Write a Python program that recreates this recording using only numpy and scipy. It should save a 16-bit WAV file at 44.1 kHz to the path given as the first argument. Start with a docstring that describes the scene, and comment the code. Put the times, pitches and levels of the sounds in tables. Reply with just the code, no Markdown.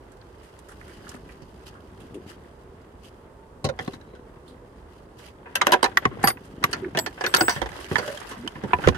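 """Dry leaves rustle and snap under paws and feet, over distant traffic: a yard at night, on a phone.
A wooden gate is bumped and creaks; each blow and its chatter ring the modes of the boards.
A steel link and a hook-and-eye latch are rattled loose, clinking in high, fading tones.
The gate swings open, drags over the leaves and knocks against its post."""
import sys
import numpy as np
from scipy import signal
from scipy.fft import rfft, irfft
from scipy.io import wavfile
from scipy.ndimage import uniform_filter1d

SR = 44100
rng = np.random.default_rng(int(sys.argv[2]) if len(sys.argv) > 2 else 0)


def bounce(signal):
    """Save signal as a 16-bit WAV file at the path given by the first command-line argument."""
    frames = np.transpose(np.atleast_2d(signal))
    limited = np.clip(frames, -1, 1)
    pcm = np.round(limited * 32767).astype(np.int16)
    wavfile.write(sys.argv[1], SR, pcm)


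N = 395577


def undb(db):
    return 10 ** (np.asarray(db) / 20)


def unit(x):
    """Scale to rms 1."""
    return x / np.sqrt(np.mean(x ** 2))


def band(x, lo_hz, hi_hz):
    """Butterworth band-pass."""
    return signal.sosfilt(signal.butter(3, [lo_hz, hi_hz], "band", fs=SR, output="sos"), x)


def walk(rate_hz):
    """Ramps between random levels; spread near 1."""
    step = int(SR / rate_hz)
    return 1.2 * uniform_filter1d(np.repeat(rng.standard_normal(N // step + 1), step), step)[:N]


def sides(pan_db):
    """Left and right gain; pan is left minus right."""
    return undb(np.multiply.outer(pan_db, [.5, -.5]))


def place(times_s, sounds):
    """Mix stereo sounds into one track at their times."""
    out = np.zeros((2, N))
    for at_s, sound in zip(times_s, sounds):
        start = int(at_s * SR)
        out[:, start:start + sound.shape[1]] += sound[:, :N - start]
    return out


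def swell(t, rise_s, t60_s):
    """Exponential rise and decay."""
    return (1 - np.exp(-t / rise_s)) * np.exp(-np.log(1000) * t / t60_s)


def grains(rate_hz, spread_db, tail_s=0.0022):
    """Random clicks, few of them large, each with a short noise tail."""
    clicks = (rng.random((2, N)) < rate_hz / SR) * undb(spread_db * rng.exponential(size=(2, N)))
    envelope = signal.lfilter([1], [1, -np.exp(-1 / (tail_s * SR))], clicks)
    return envelope * rng.standard_normal((2, N))


def jangle(count, size, depth=.3, grain_s=.006):
    """Uneven gain of ringing parts that keep touching."""
    width = int(grain_s * SR)
    return 1 + depth * np.sqrt(width) * uniform_filter1d(rng.standard_normal((count, 1, size)), width)


def traffic(level_db=-49, pan_db=-3.0):
    """Distant traffic: noise whose octaves flicker independently; the bass is alike on both sides."""
    # traffic spectrum: (frequency [Hz], relative density [dB])
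    spectrum = [(15, -56), (25, -8), (59, 6.5), (130, -5), (206, -10), (277, -9), (309, -10), (363, -1),
                (796, -11), (863, -6.5), (936, -8.5), (1100, -10.5), (3080, -28.5), (12200, -40),
                (16000, -41)]
    hz, db = np.transpose(spectrum)
    f = np.fft.rfftfreq(N, 1 / SR)[1:]
    coherence = np.clip(1.02 / (1 + (f / 620) ** 3), 0, 1)
    mid, side = rfft(rng.standard_normal((2, N)))[:, 1:]
    pair = np.sqrt(1 + coherence) * mid + np.sqrt(1 - coherence) * side * np.array([[1], [-1]])
    pair *= undb(np.interp(np.log(f), np.log(hz), db))
    out = 0
    for centre in np.arange(4.5, 14.5):
        octave = np.clip(1 - abs(np.log2(f) - centre), 0, 1)
        out += undb(0.72 * walk(12)) * irfft(np.pad(pair * octave, ((0, 0), (1, 0))), N)
    mono_rms = np.sqrt(np.mean(out.mean(axis=0) ** 2))
    return undb(level_db) * out / mono_rms * sides(pan_db)[:, None]


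def rustle(shove_rise_s=0.045, tread_edge_s=0.034):
    """Leaves crackle in clumps, straw scrapes the boards, the ground and the dragged gate rumble."""
    # stirring of leaves and straw: (time [s], crackle [dB], rumble [dB])
    stirring = [(0, -62, -52), (.45, -61.5, -58.5), (1.0, -53, -48.5), (1.45, -62.5, -51),
                (1.85, -61.5, -51), (2.15, -56.5, -43), (2.4, -63, -52.5), (3.4, -71.5, -53.5),
                (4.0, -70, -51), (4.75, -68.5, -53), (5.5, -67, -55), (6.17, -97, -45), (6.45, -63, -49),
                (6.7, -66, -38.5), (7.2, -50.5, -49), (7.7, -48.5, -50.5), (8.1, -43, -50),
                (8.45, -66, -55.5), (8.7, -51.5, -43), (8.97, -52, -52)]
    # gate shoved over the leaves: (peak time [s], scrape [dB], decay [s])
    shoves = [(3.82, -50.5, 0.098), (5.69, -25, 0.055), (5.87, -41.5, 0.35), (6.05, -41, 0.014),
              (6.301, -26.5, 0.0073), (6.72, -39, 0.093), (7.389, -28.5, 0.043), (7.52, -43.5, 0.45),
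              (7.99, -46.5, 0.87), (8.87, -33.5, 0.0063)]
    # paws and feet press the leaves: (time [s], length [s], crackle [dB])
    treads = [(0.86, 0.12, -56), (1.06, 0.095, -53), (1.29, 0.055, -61), (1.67, 0.018, -44),
              (2.274, 0.066, -48.5), (3.03, 0.056, -55), (3.794, 0.17, -52.5), (4.47, .04, -57),
              (4.9, 0.154, -63), (5.177, 0.13, -55), (7.479, 0.11, -40.5), (8.267, 0.07, -48)]
    t = np.arange(N) / SR
    times_s, *levels_db = np.transpose(stirring)
    crackle_db, rumble_db = (np.interp(t, times_s, db) for db in levels_db)
    scrape_db = -55.5 + 0.57 * (crackle_db + 60.5)
    shove = tread = 0
    for at_s, db, decay_s in shoves:
        shove += undb(db) * np.exp(-abs(t - at_s) / np.where(t < at_s, shove_rise_s, decay_s))
    for at_s, length_s, db in treads:
        inside_s = np.minimum(t - at_s, at_s + length_s - t)
        tread += undb(db) * np.clip(inside_s / tread_edge_s + .5, 0, 1)
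    leaves = grains(1100, 2.9) * undb(1.2 * walk(30) + 2.2 * walk(9))
    crackle = unit(band(leaves, 1170, 5200) + undb(-1) * band(leaves, 2400, 3330)
                   + undb(1.5) * band(leaves, 4670, 4880) + undb(-10.5) * band(leaves, 6070, 13200))
    straw = grains(600, 3.3) * undb(2.2 * walk(20))
    scrape = unit(band(straw, 326, 1305) + undb(1.5) * band(straw, 1565, 2070)
                  + undb(-7.5) * band(straw, 2110, 3520))
    ground = grains(600, 2.0)
    rumble = unit(band(ground[0] + 0.19 * ground, 65, 380))
    return ((undb(crackle_db) + tread + undb(-11) * shove) * crackle
            + (undb(scrape_db) + shove) * scrape
            + (undb(rumble_db) + undb(-16) * shove) * rumble)


def crunches_and_ticks(rise_s=0.0008):
    """Short crunches and ticks: leaves and twigs snap, the gate and latch click sharply."""
    # crunches and ticks: (time [s], level [dB], centre [Hz], hiss [dB re level], decay [s], pan [dB])
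    events = [(0.118, -52, 1620, -2.5, 0.0076, -7), (0.214, -51, 3970, -26, 0.0029, -17),
              (0.4297, -54, 2010, -4, 0.043, -2.0), (0.589, -61.5, 1570, 12, 0.007, -4),
              (0.6858, -46, 1550, -2.5, 0.021, -3), (0.718, -46, 1430, -7, 0.0093, -5),
              (0.812, -39, 1790, -19, 0.0046, -11), (0.8272, -45, 1700, -15, 0.003, -8),
              (0.879, -48.5, 1900, -11, 0.066, -5), (0.937, -63, 3100, -2, 0.03, -2.5),
              (1.045, -49, 1710, -19, 0.01, -7), (1.067, -38.5, 1540, -24, 0.009, -6),
              (1.0913, -38.5, 6440, -1.5, 0.0053, -4), (1.114, -41, 1420, -12, 0.0094, -2),
              (1.14, -44, 1800, -7, 0.011, -3), (1.161, -41, 1400, -15, 0.01, 2),
              (1.29, -44.5, 2090, -22, 0.024, -5), (1.667, -46.5, 4450, -22, 0.016, -2),
              (1.749, -48, 1390, -23, 0.041, -4), (2.002, -49.5, 3170, -6.5, 0.019, -7),
              (2.143, -46, 3100, -4.5, 0.014, -2), (2.2763, -50, 2170, -19, 0.041, 2),
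              (2.3, -44, 1530, -16, 0.02, -5), (3.044, -49.5, 3000, -6, 0.018, -2),
              (3.862, -46, 3450, -20, 0.006, -7), (4.478, -51, 4080, -6, 0.03, -4),
              (5.1966, -51, 1750, -17, 0.021, -8), (5.224, -50, 2070, -14, 0.046, -7),
              (5.282, -45, 2760, -29, 0.0079, -7), (6.229, -31, 1800, -2, 0.0086, 2),
              (6.4514, -56, 1560, -1, 0.019, -6), (6.712, -51, 9050, 9, 0.008, 0),
              (6.817, -56, 9500, -12, 0.0026, 0), (6.765, -55, 1900, 3, 0.006, 0),
              (6.8451, -30, 1800, -38, 0.0068, -5), (7.347, -23, 10000, -6, 0.0039, 7),
              (7.368, -22, 5400, -2, 0.004, -6), (7.505, -34, 5000, -6, 0.006, 0),
              (7.52, -45, 5440, -6, 0.008, -3), (7.691, -38, 1880, -10, 0.0051, -10),
              (7.802, -42.5, 1770, -2, 0.0087, -2), (7.8241, -57, 1400, -9, 0.016, -9),
              (7.853, -39.5, 2010, -32, 0.034, -3), (8.026, -32.5, 1500, -16, 0.035, -4),
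              (8.2008, -47.5, 6140, 6, 0.0056, -4), (8.23, -41, 2950, -13, 0.0019, -11),
              (8.114, -36.5, 2090, -8, 0.013, -3), (8.379, -52, 1500, -4, 0.042, -4),
              (8.29, -43.5, 1530, -1, 0.021, -8), (8.676, -41, 1480, -15, 0.0088, -9),
              (8.701, -42, 1410, -22, 0.073, -12), (8.8075, -41.5, 1590, -13, 0.013, -11)]
    times_s, db, centre_hz, hiss_db, decay_s, pan_db = np.transpose(events)
    t = np.arange(6000) / SR
    noise = rng.standard_normal((len(events), 2, len(t)))
    crunch = noise * abs(noise)
    crunch[:, :, 40] = 3.9  # opening click
    bursts = np.array([unit(band(x, hz / 1.31, hz * 1.21)) + hiss * unit(band(x, 2520, 10900))
                       for x, hz, hiss in zip(crunch, centre_hz, undb(hiss_db))])
    envelope = swell(t, rise_s, np.log(1000) * np.clip(decay_s, .002, .06)[:, None])
    envelope *= undb(db)[:, None] / envelope.max(axis=1, keepdims=True)
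    return place(times_s, bursts * envelope[:, None] * sides(pan_db)[:, :, None])


def drones():
    """Faint narrow bands of noise swell and fade, centred."""
    # drones: (time [s], length [s], centre [Hz], width [Hz], level [dB])
    noise_bands = [(0.8, 2.5, 385, 40, -58), (2.95, .75, 895, 12, -63), (3.7, 1.3, 490, 16, -59),
                   (5.0, .45, 1000, 14, -68), (2.4, .7, 1000, 20, -69), (3.95, .3, 3950, 300, -70),
                   (.86, .15, 3000, 300, -60), (6.45, .45, 3050, 350, -62)]
    out = np.zeros((2, N))
    for at_s, length_s, hz, width_hz, db in noise_bands:
        size = int(length_s * SR)
        noise = unit(band(rng.standard_normal(size), hz - width_hz / 2, hz + width_hz / 2))
        out += place([at_s], [undb(db) * noise * np.sqrt(np.hanning(size)) * np.ones((2, 1))])
    return out


def wood_response(f, frame_hz, board_hz, crack_hz):
    """Gate spectrum per blow: a random share of its modes, plus four rings of the struck slat."""
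    # gate modes: (frequency [Hz], width [Hz], gain [dB])
    modes = [(72.7, 9.4, -1.5), (115.5, 4.2, 11), (145.3, 85, 13.5), (204, 42, 3.5), (251, 44, 5.5),
             (368.3, 9, 16), (430, 240, 18.5), (516, 8.5, 7.5), (593, 38, 0.5), (746, 43, 16),
             (975, 64, 14.5), (1075, 54, 7), (1243, 53, 4.5), (1364, 47, 10.5), (1503, 300, 12),
             (1751, 54, 15.5), (1955, 60, 11), (2084, 150, 8.5), (2600, 400, 10.5), (2970, 27, -1),
             (2920, 29, -8), (3840, 94, 7.5), (5200, 400, -38), (5360, 630, -10), (5850, 1400, 2)]
    # frame, board, overtone and crack rings: (gain [dB])
    slat_db = [24.7, 22.8, 13, 21.4]
    slat_q = 16, 18, 18, 18
    overtone_hz = 1.739 * board_hz * np.exp(0.017 * rng.standard_normal(len(board_hz)))
    hz, width_hz, db = np.transpose(modes)
    share = undb(db + 3.9 * rng.standard_normal((len(board_hz), 2, len(modes))))
    damping = 1j * width_hz[:, None] * f
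    direct = .5 / (1 + 1j * f / 5000)
    response = share @ (damping / (hz[:, None] ** 2 - f ** 2 + damping)) + direct
    for ring_hz, q, ring_db in zip((frame_hz, board_hz, overtone_hz, crack_hz), slat_q, slat_db):
        ring_hz = ring_hz[:, None, None]
        damping = 1j * f * ring_hz / q
        response += undb(ring_db) * damping / (ring_hz ** 2 - f ** 2 + damping)
    return response


def knocks(contact_s=0.0016, size=8192):
    """Blows and the chatter of loose parts ring the gate in five bands."""
    # blows: (time [s], board ring [dB], post thud [dB re ring], frame [dB re ring], crack [dB re ring],
    # frame [Hz], board [Hz], crack [Hz], base rattle t60 [s], pan [dB])
    blows = [(1.1436, -42, 4, 3, -16, 250, 1290, 2560, 0.019, 0),
             (1.4185, -57.5, 16.5, 10, 6, 393, 980, 4600, 0.13, -4),
             (3.642, -29, 9, 9.5, 6, 560, 1045, 4000, 0.16, -1.5),
             (3.688, -28, -7, 4.5, -3, 515, 1400, 3680, 0.076, -2),
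             (3.7892, -24, -13, -6, -10, 470, 1850, 3180, 0.1, -1.5),
             (3.8766, -32, 9, 6, -5, 393, 1046, 3380, 0.041, 0),
             (3.932, -40.5, 3.5, -3, -2.5, 337, 895, 3750, 0.14, 4),
             (4.012, -47.5, -17, -10, -4, 400, 1650, 3900, 0.04, -2),
             (4.133, -55.5, -14, 16.5, -15, 396, 1070, 3996, 0.06, 5),
             (4.15, -48.5, -11, -16, -3.5, 376.7, 1490, 3030, 0.18, -1),
             (5.457, -39, -13, -4.5, -28, 450, 937, 2490, 0.51, 1),
             (5.553, -17, -32, -14, 2.5, 554, 1580, 2630, 0.097, -0.5),
             (5.614, -10.5, -55, -18.5, -5.5, 377, 1186, 2950, 0.053, 2),
             (5.667, -9.5, -39, -7.5, -4, 585, 1470, 2720, 0.083, 0),
             (5.6886, -31.5, -24, 8.5, -17, 645, 990, 2840, 0.14, -3),
             (5.72, -11, -29, -5.5, -2, 976, 920, 2950, 0.098, -2),
             (5.731, -13, -34, -3, -4, 580, 1560, 2520, 0.092, -2.5),
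             (5.7387, -11, -47, -6.5, -6, 750, 1580, 2800, 0.033, -6),
             (5.8285, -12, -42, -5, -4, 920, 950, 2720, 0.048, -4),
             (5.841, -13.5, -46, -5, -1, 776, 966, 3980, 0.083, 0),
             (5.8579, -18.5, -41, -30, -9, 730, 1014, 2440, 0.04, -2),
             (5.971, -4.5, -54, -27, -8, 740, 1148, 1920, 0.04, -1.5),
             (6.0522, -9, -13.5, -8, -14.5, 390, 1075, 1990, 0.04, 0.5),
             (6.112, -39.5, 3, -8, -29, 436, 1070, 2800, 0.19, 2),
             (6.171, -44, -44, 11.5, -31, 394, 990, 2420, 0.016, -1),
             (6.1854, -44, 10, 3, -33, 367, 1080, 2450, 0.12, -3),
             (6.2374, -11, -6, -1.5, -16.5, 810, 930, 4200, 0.093, -3.5),
             (6.2724, -13, -26, -22, -1.5, 760, 1136, 4520, 0.085, -2),
             (6.302, -22, -27, -17, -6, 372, 2090, 4550, 0.039, -3),
             (6.371, -37.5, -12, -18, -22, 356, 1100, 2570, 0.033, -3),
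             (6.6257, -28.5, -24, -12, -14, 700, 1525, 4400, 0.18, 0),
             (6.6386, -8.5, -18.5, -15, -4, 402, 1150, 2070, 0.031, 0.5),
             (6.7291, -20.5, -36, -14.5, 1, 397, 1400, 4350, 0.093, -2),
             (6.948, -26, -4.5, -2, -12, 374, 920, 2420, 0.21, 0),
             (6.9719, -17.5, -16, -3.5, 0, 660, 1790, 2860, 0.06, -1),
             (6.9875, -21, -38, -24, 4.5, 850, 1850, 4400, 0.045, -2),
             (7.0613, -21.5, -40, -10, -3.5, 770, 1750, 4300, 0.075, -4),
             (7.1762, -35.5, -29, -5, -20, 745, 1510, 3070, 0.26, 0),
             (7.208, -22.5, -34, -4, -7.5, 740, 1680, 4650, 0.1, -1.5),
             (7.238, -18.5, -24, -6.5, -8.5, 534, 1710, 2420, 0.15, 2.5),
             (7.2632, -17.5, -23, -17, -2.5, 397, 1460, 4230, 0.037, -6),
             (7.3388, -9, -50, -13, -3.5, 380, 1450, 3100, 0.05, -0.5),
             (7.3461, -15.5, -16, -14, 5, 363, 1550, 4500, 0.046, 1),
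             (7.3613, -19, -22, -26, 0, 885, 1440, 3860, 0.062, -6),
             (7.4067, -10, -18.5, -5.5, -3.5, 332, 1446, 4620, 0.082, -3),
             (7.481, -9, -40, -11.5, -14.5, 707, 1570, 4740, 0.037, 0.5),
             (7.493, -18.5, -36, -30, -0.5, 663, 917, 4580, 0.19, -2.5),
             (7.5604, -27, -3.5, -6.5, -7, 580, 1800, 3200, 0.16, -1),
             (7.6156, -22.5, -21, -1, -4.5, 533, 900, 3130, 0.086, -4.5),
             (7.658, -29.5, -16, -1, -8, 860, 965, 3270, 0.06, -4.5),
             (7.716, -42, -12, -22, -2, 358, 1730, 2570, 0.044, -17),
             (7.7634, -42, -17, 3, 1.5, 400, 1110, 3070, 0.3, -7),
             (7.9118, -26.5, 4.5, 4, -31, 403.4, 1120, 2600, 0.13, -1.5),
             (7.9552, -12.5, -34, -19, -16.5, 805, 1826, 3000, 0.05, -8),
             (7.9821, -22.5, -8, -1, -2, 470, 1450, 4500, 0.13, -2.5),
             (8.0755, -29.5, -12, 0, -2, 545, 1500, 2850, 0.13, -2),
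             (8.1737, -35.5, -21, -21, 4, 401, 1760, 3150, 0.025, -4),
             (8.3103, -34, -7, -2.5, -4, 500, 1080, 2830, 0.21, -1.5),
             (8.475, -28, -14, -28, 1.5, 450, 2450, 2830, 0.031, -2),
             (8.554, -35, -0.5, -11, -17, 729, 990, 2800, 0.14, -3),
             (8.6357, -33, 7.5, 5.5, -9, 517, 890, 2970, 0.11, -1.5),
             (8.733, -10, -18, -8.5, -38, 698, 896, 2420, 0.035, 0),
             (8.785, -32.5, -1, 3, -23, 804, 920, 2570, 0.08, -4),
             (8.8381, -24.5, -11, -20, -11.5, 550, 1510, 2900, 0.23, -6.5),
             (8.873, -12, -3, 4, -7.5, 492, 1260, 2800, 0.025, -2.5),
             (8.8843, -16.5, -0.5, -1.5, -2, 274, 1060, 2400, 0.036, -6.5),
             (8.922, -35.5, 3, 1, -32, 705, 1530, 2630, 0.16, -3),
             (8.9444, -30, -4, -22, -7.5, 886, 1430, 2840, 0.4, -5.5)]
    # thud, frame, board, crack and snap bands: (low [Hz], high [Hz])
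    bands_hz = [(70, 250), (250, 900), (900, 2400), (2400, 6000), (6000, 12000)]
    # one value per band
    alike = [0.9, 0.88, 0.4, 0.25, 0.09]  # weight of chatter common to both microphones [0-1]
    spikiness = [1, 1, 1.5, 2, 2]  # thins chatter to single touches [exponent]
    linger = [1.5, 1.3, 0.85, 0.6, 0.36]  # treble dies first [t60 factor]
    first_contact = [6.7, 4, 1.4, 0.97, 0.52]  # extra strength at onset [gain]
    tremble_db = [-20, -12, -33, -22, -22]  # loose slats and wire shake on [dB]
    lag_s = [.00025, .0002, .00016, .00062, .00062]  # delay at the right microphone [s]
    times_s, ring_db, thud_db, frame_db, crack_db, *slat_hz, t60_s, pan_db = np.transpose(blows)
    snap_db = -12.5 + 1.37 * crack_db
    t60_s = np.clip(t60_s, .005, .3)[:, None, None]
    t = np.arange(size) / SR
    wood = wood_response(np.fft.rfftfreq(size, 1 / SR), *slat_hz)
    chatter = rng.standard_normal((len(blows), 3, size))  # left, common, right
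    sounds = 0
    for i, band_db in enumerate((thud_db, frame_db, 0, crack_db, snap_db)):
        touches = chatter * abs(chatter[:, 1:2]) ** spikiness[i]
        late = np.roll(touches, int(lag_s[i] * SR), axis=2)
        common = np.stack([touches[:, 1], late[:, 1]], axis=1)
        separate = np.stack([touches[:, 0], late[:, 2]], axis=1)
        envelope = swell(t, contact_s, linger[i] * t60_s)
        envelope *= 1 + first_contact[i] * np.exp(-t / 0.0013)
        envelope += undb(tremble_db[i]) * swell(t, rise_s=0.0015, t60_s=0.089)
        force = (np.sqrt(alike[i]) * common + 2 * np.sqrt(1 - alike[i]) * separate) * envelope
        ring = band(irfft(rfft(force) * wood, size), *bands_hz[i])
        peak_rms = np.sqrt(uniform_filter1d(np.mean(ring ** 2, axis=1), size=200).max(axis=1))
        sounds += ring * (undb(ring_db + band_db) / peak_rms)[:, None, None]
    return place(times_s, sounds * sides(pan_db)[:, :, None])


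def creaks(jitter=0.151):
    """The gate sticks and slips; the uneven slips ring one resonance."""
    # creaks: (time [s], length [s], slip rate [Hz], resonance [Hz], width [Hz], level [dB], pan [dB])
    slip_runs = [(2.136, 0.051, 120, 352, 178, -38.5, 2.5), (6.811, 0.07, 193, 340, 91, -31, -2),
                 (7.991, 0.17, 140, 584, 70, -40, -7.5), (8.359, 0.08, 120, 188, 91, -42, 1.5),
                 (8.429, 0.048, 130, 294, 191, -37.5, -5.5)]
    out = np.zeros((2, N))
    for at_s, length_s, rate_hz, hz, width_hz, db, pan_db in slip_runs:
        t = np.arange(int((length_s + 0.012) * SR)) / SR
        wobble = np.repeat(rng.standard_normal(64), 256)[:len(t)]
        cycles = np.cumsum(rate_hz * (1 + jitter * wobble)) / SR
        slips = np.diff(np.floor(cycles), prepend=0)
        envelope = np.sqrt(np.sin(np.pi * np.clip(t / length_s, 0, 1)))
        ring = band(slips * envelope, hz - width_hz / 2, hz + width_hz / 2)
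        out += place([at_s], [undb(db) * unit(ring) * sides(pan_db)[:, None]])
    return out


def gate_rings():
    """Post, boards and staple ring in single tones after some blows; low ones build more slowly."""
    # rings: (time [s], frequency [Hz], level [dB], t60 [s], pan [dB])
    rings = [(3.645, 190, -27, 0.11, 2), (3.646, 4100, -26, 0.024, -5), (3.79, 4800, -35, 0.027, 0),
             (3.788, 2500, -47, 0.053, 2), (5.613, 2070, -8.5, 0.031, -3), (6.052, 1900, -20, 0.058, 0),
             (5.972, 2046, -10, .03, 0), (6.056, 135, -23, .2, 0), (6.241, 125, -20, .17, 0),
             (6.6395, 2120, -8, 0.025, -5), (3.878, 390, -20, 0.077, 0), (3.878, 4100, -30, 0.047, -2),
             (7.621, 58, -28.5, 0.34, 5), (8.476, 3090, -20, 0.029, -10), (8.7328, 990, -6, 0.07, -6),
             (8.839, 1505, -30, 0.08, -6), (8.737, 81, -29, 0.32, 0), (8.866, 69, -14, 0.2, -9),
             (8.875, 446, -6.5, 0.033, -7.5), (8.879, 95, -14, 0.16, 1)]
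    t = np.arange(SR // 2) / SR
    times_s, hz, db, t60_s, pan_db = np.array(rings).T[:, :, None, None]
    phase_rad = np.array([[0], [.8]])
    envelope = swell(t, 0.00022 + 0.19 / hz, t60_s) * jangle(len(rings), len(t))
    tones = undb(db) * envelope * np.sin(2 * np.pi * hz * t + phase_rad)
    return place(times_s.ravel(), tones * sides(pan_db.ravel())[:, :, None])


def metal_rings():
    """The link, hook, eye and wire ring in lone thin metallic tones."""
    # rings: (time [s], level [dB], frequency [Hz], t60 [s], rise [s])
    rings = [(3.933, -41, 3970, 0.046, 0.0024), (4.011, -52, 3880, 0.05, 0.0016),
             (4.135, -63, 4000, 0.06, 0.002), (5.555, -43, 9146, 0.089, 0.002),
             (5.555, -36, 6900, 0.09, 0.002), (5.679, -51, 14800, 0.06, 0.003),
             (5.719, -32, 14880, 0.04, 0.002), (6.985, -44, 15600, 0.14, 0.0043),
             (5.972, -22, 12410, 0.05, 0.0014), (6.64, -21, 12410, 0.045, 0.001),
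             (6.986, -27, 7740, 0.16, 0.003), (7.21, -44, 7950, 0.08, 0.003),
             (7.266, -40, 8000, 0.45, .005), (7.36, -25, 8021, .22, .1), (7.36, -29, 15575, .2, .1),
             (7.41, -45, 5850, .25, 0.022), (7.49, -29, 5850, 0.11, 0.013), (8.621, -61, 7550, 0.33, 0.034)]
    t = np.arange(int(.4 * SR)) / SR
    times_s, db, hz, t60_s, rise_s = np.array(rings).T[:, :, None, None]
    envelope = swell(t, rise_s, 3 * t60_s) ** 3  # S-shaped onset
    envelope /= envelope.max(axis=2, keepdims=True)
    envelope *= jangle(len(rings), len(t))
    tones = np.sin(2 * np.pi * (hz * t + rng.random((len(rings), 2, 1))))
    return place(times_s.ravel(), undb(db) * envelope * tones)


def clinks(hits, modes, pan_db, spread_db=8):
    """Struck steel: fading modes, each at a random level and phase; grip shortens the ring."""
    t = np.arange(int(.4 * SR)) / SR
    times_s, hit_db, db_per_octave, grip = np.array(hits).T[:, :, None, None, None]
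    hz, mode_db, t60_s = np.array(modes).T[:, :, None]
    phase = rng.random((len(hits), 2, len(modes), 1))
    scatter_db = spread_db * (rng.random((len(hits), 1, len(modes), 1)) - .5)
    tones = np.sin(2 * np.pi * (hz * t + phase)) * swell(t, .001, t60_s * (1 - .85 * grip))
    tones *= jangle(len(hits) * len(modes), len(t)).reshape(len(hits), 1, len(modes), -1)
    tones *= undb(hit_db + mode_db + db_per_octave * np.log2(hz / 11000) + scatter_db)
    return place(times_s.ravel(), tones.sum(axis=2) * sides(pan_db)[:, None])


def latch():
    """The link swings against its staple; the hook jumps in its eye."""
    # contacts: (time [s], level [dB], brightness [dB/octave], grip [0 free - 1 held])
    link_hits = [(5.554, -24, -9, 0.73), (5.668, -27, -2, 0.93), (5.679, -44, 0.1, 0.51),
                 (5.7185, -23.5, -8, 0.84), (5.734, -26, -11, 0.84), (5.8276, -29, -14, 0.63),
                 (5.8574, -39, 2, 0.79), (5.972, -39, -7, 0.82), (6.2415, -25.5, -9, 0.058),
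                 (6.272, -17.5, -6, 0.36), (6.2819, -19, -8, 0.12), (6.3033, -46, 11, 0.53)]
    hook_hits = [(6.9735, -37, 5, 0.7), (6.987, -24, 0.1, 0.4), (7.2644, -26.5, -6, 0.47),
                 (7.3467, -31, 0.1, 0.4), (7.3644, -17, 2, 0.43), (7.4107, -26, 12, 0.27),
                 (7.486, -31, -4.5, 0.18)]
    # steel modes: (frequency [Hz], gain [dB], free t60 [s])
    link_modes = [(4680, -7, .09), (6821, -14, .05), (8170, -4, .07), (8945, -3, .09), (9146, -9, .06),
                  (10500, -20, .06), (11400, 5, .15), (12370, -1, .05), (12590, -27, .24),
                  (13950, -14, .06), (14880, -10, .07)]
    hook_modes = [(3623, -2, .095), (4500, -3, .04), (5850, -16, .15), (10700, -13, .3), (13190, -4, .25),
                  (15590, -26, .08)]
    return clinks(link_hits, link_modes, pan_db=3.4) + clinks(hook_hits, hook_modes, pan_db=0.1)


def yard_echo(x, t60_s=0.061, level_db=-42):
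    """Fence and ground return a short, dull tail."""
    t = np.arange(int(.4 * SR)) / SR
    tail = band(rng.standard_normal((2, len(t))), 150, 6500) * np.exp(-np.log(1000) * t / t60_s)
    return undb(level_db) * signal.fftconvolve(x, tail / np.linalg.norm(tail[0]), axes=1)[:, :N]


def scene():
    """Traffic, leaves, ticks and drones under the gate and its echo."""
    background = traffic() + rustle() + crunches_and_ticks() + drones()
    gate = knocks() + creaks() + gate_rings() + metal_rings() + latch()
    return background + gate + yard_echo(gate)


def record(dry):
    """The phone colours the sound, rolls off the top, clips peaks and cuts above 16.3 kHz."""
    # case and port colour: (centre [Hz], width [Hz], gain [dB])
    colour = [(2220, 600, -3), (6280, 15100, -5), (9020, 2500, 6)]
    for hz, width_hz, db in colour:
        dry = dry + (undb(db) - 1) * signal.lfilter(*signal.iirpeak(hz, hz / width_hz, fs=SR), dry)
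    dulled = signal.sosfilt(signal.butter(2, 15200, fs=SR, output="sos"), dry)
    clipped = np.clip(dulled, -1, 1)
    return signal.sosfilt(signal.ellip(10, .2, 90, 16300, fs=SR, output="sos"), clipped)


dry = scene()
out = record(dry)
bounce(out)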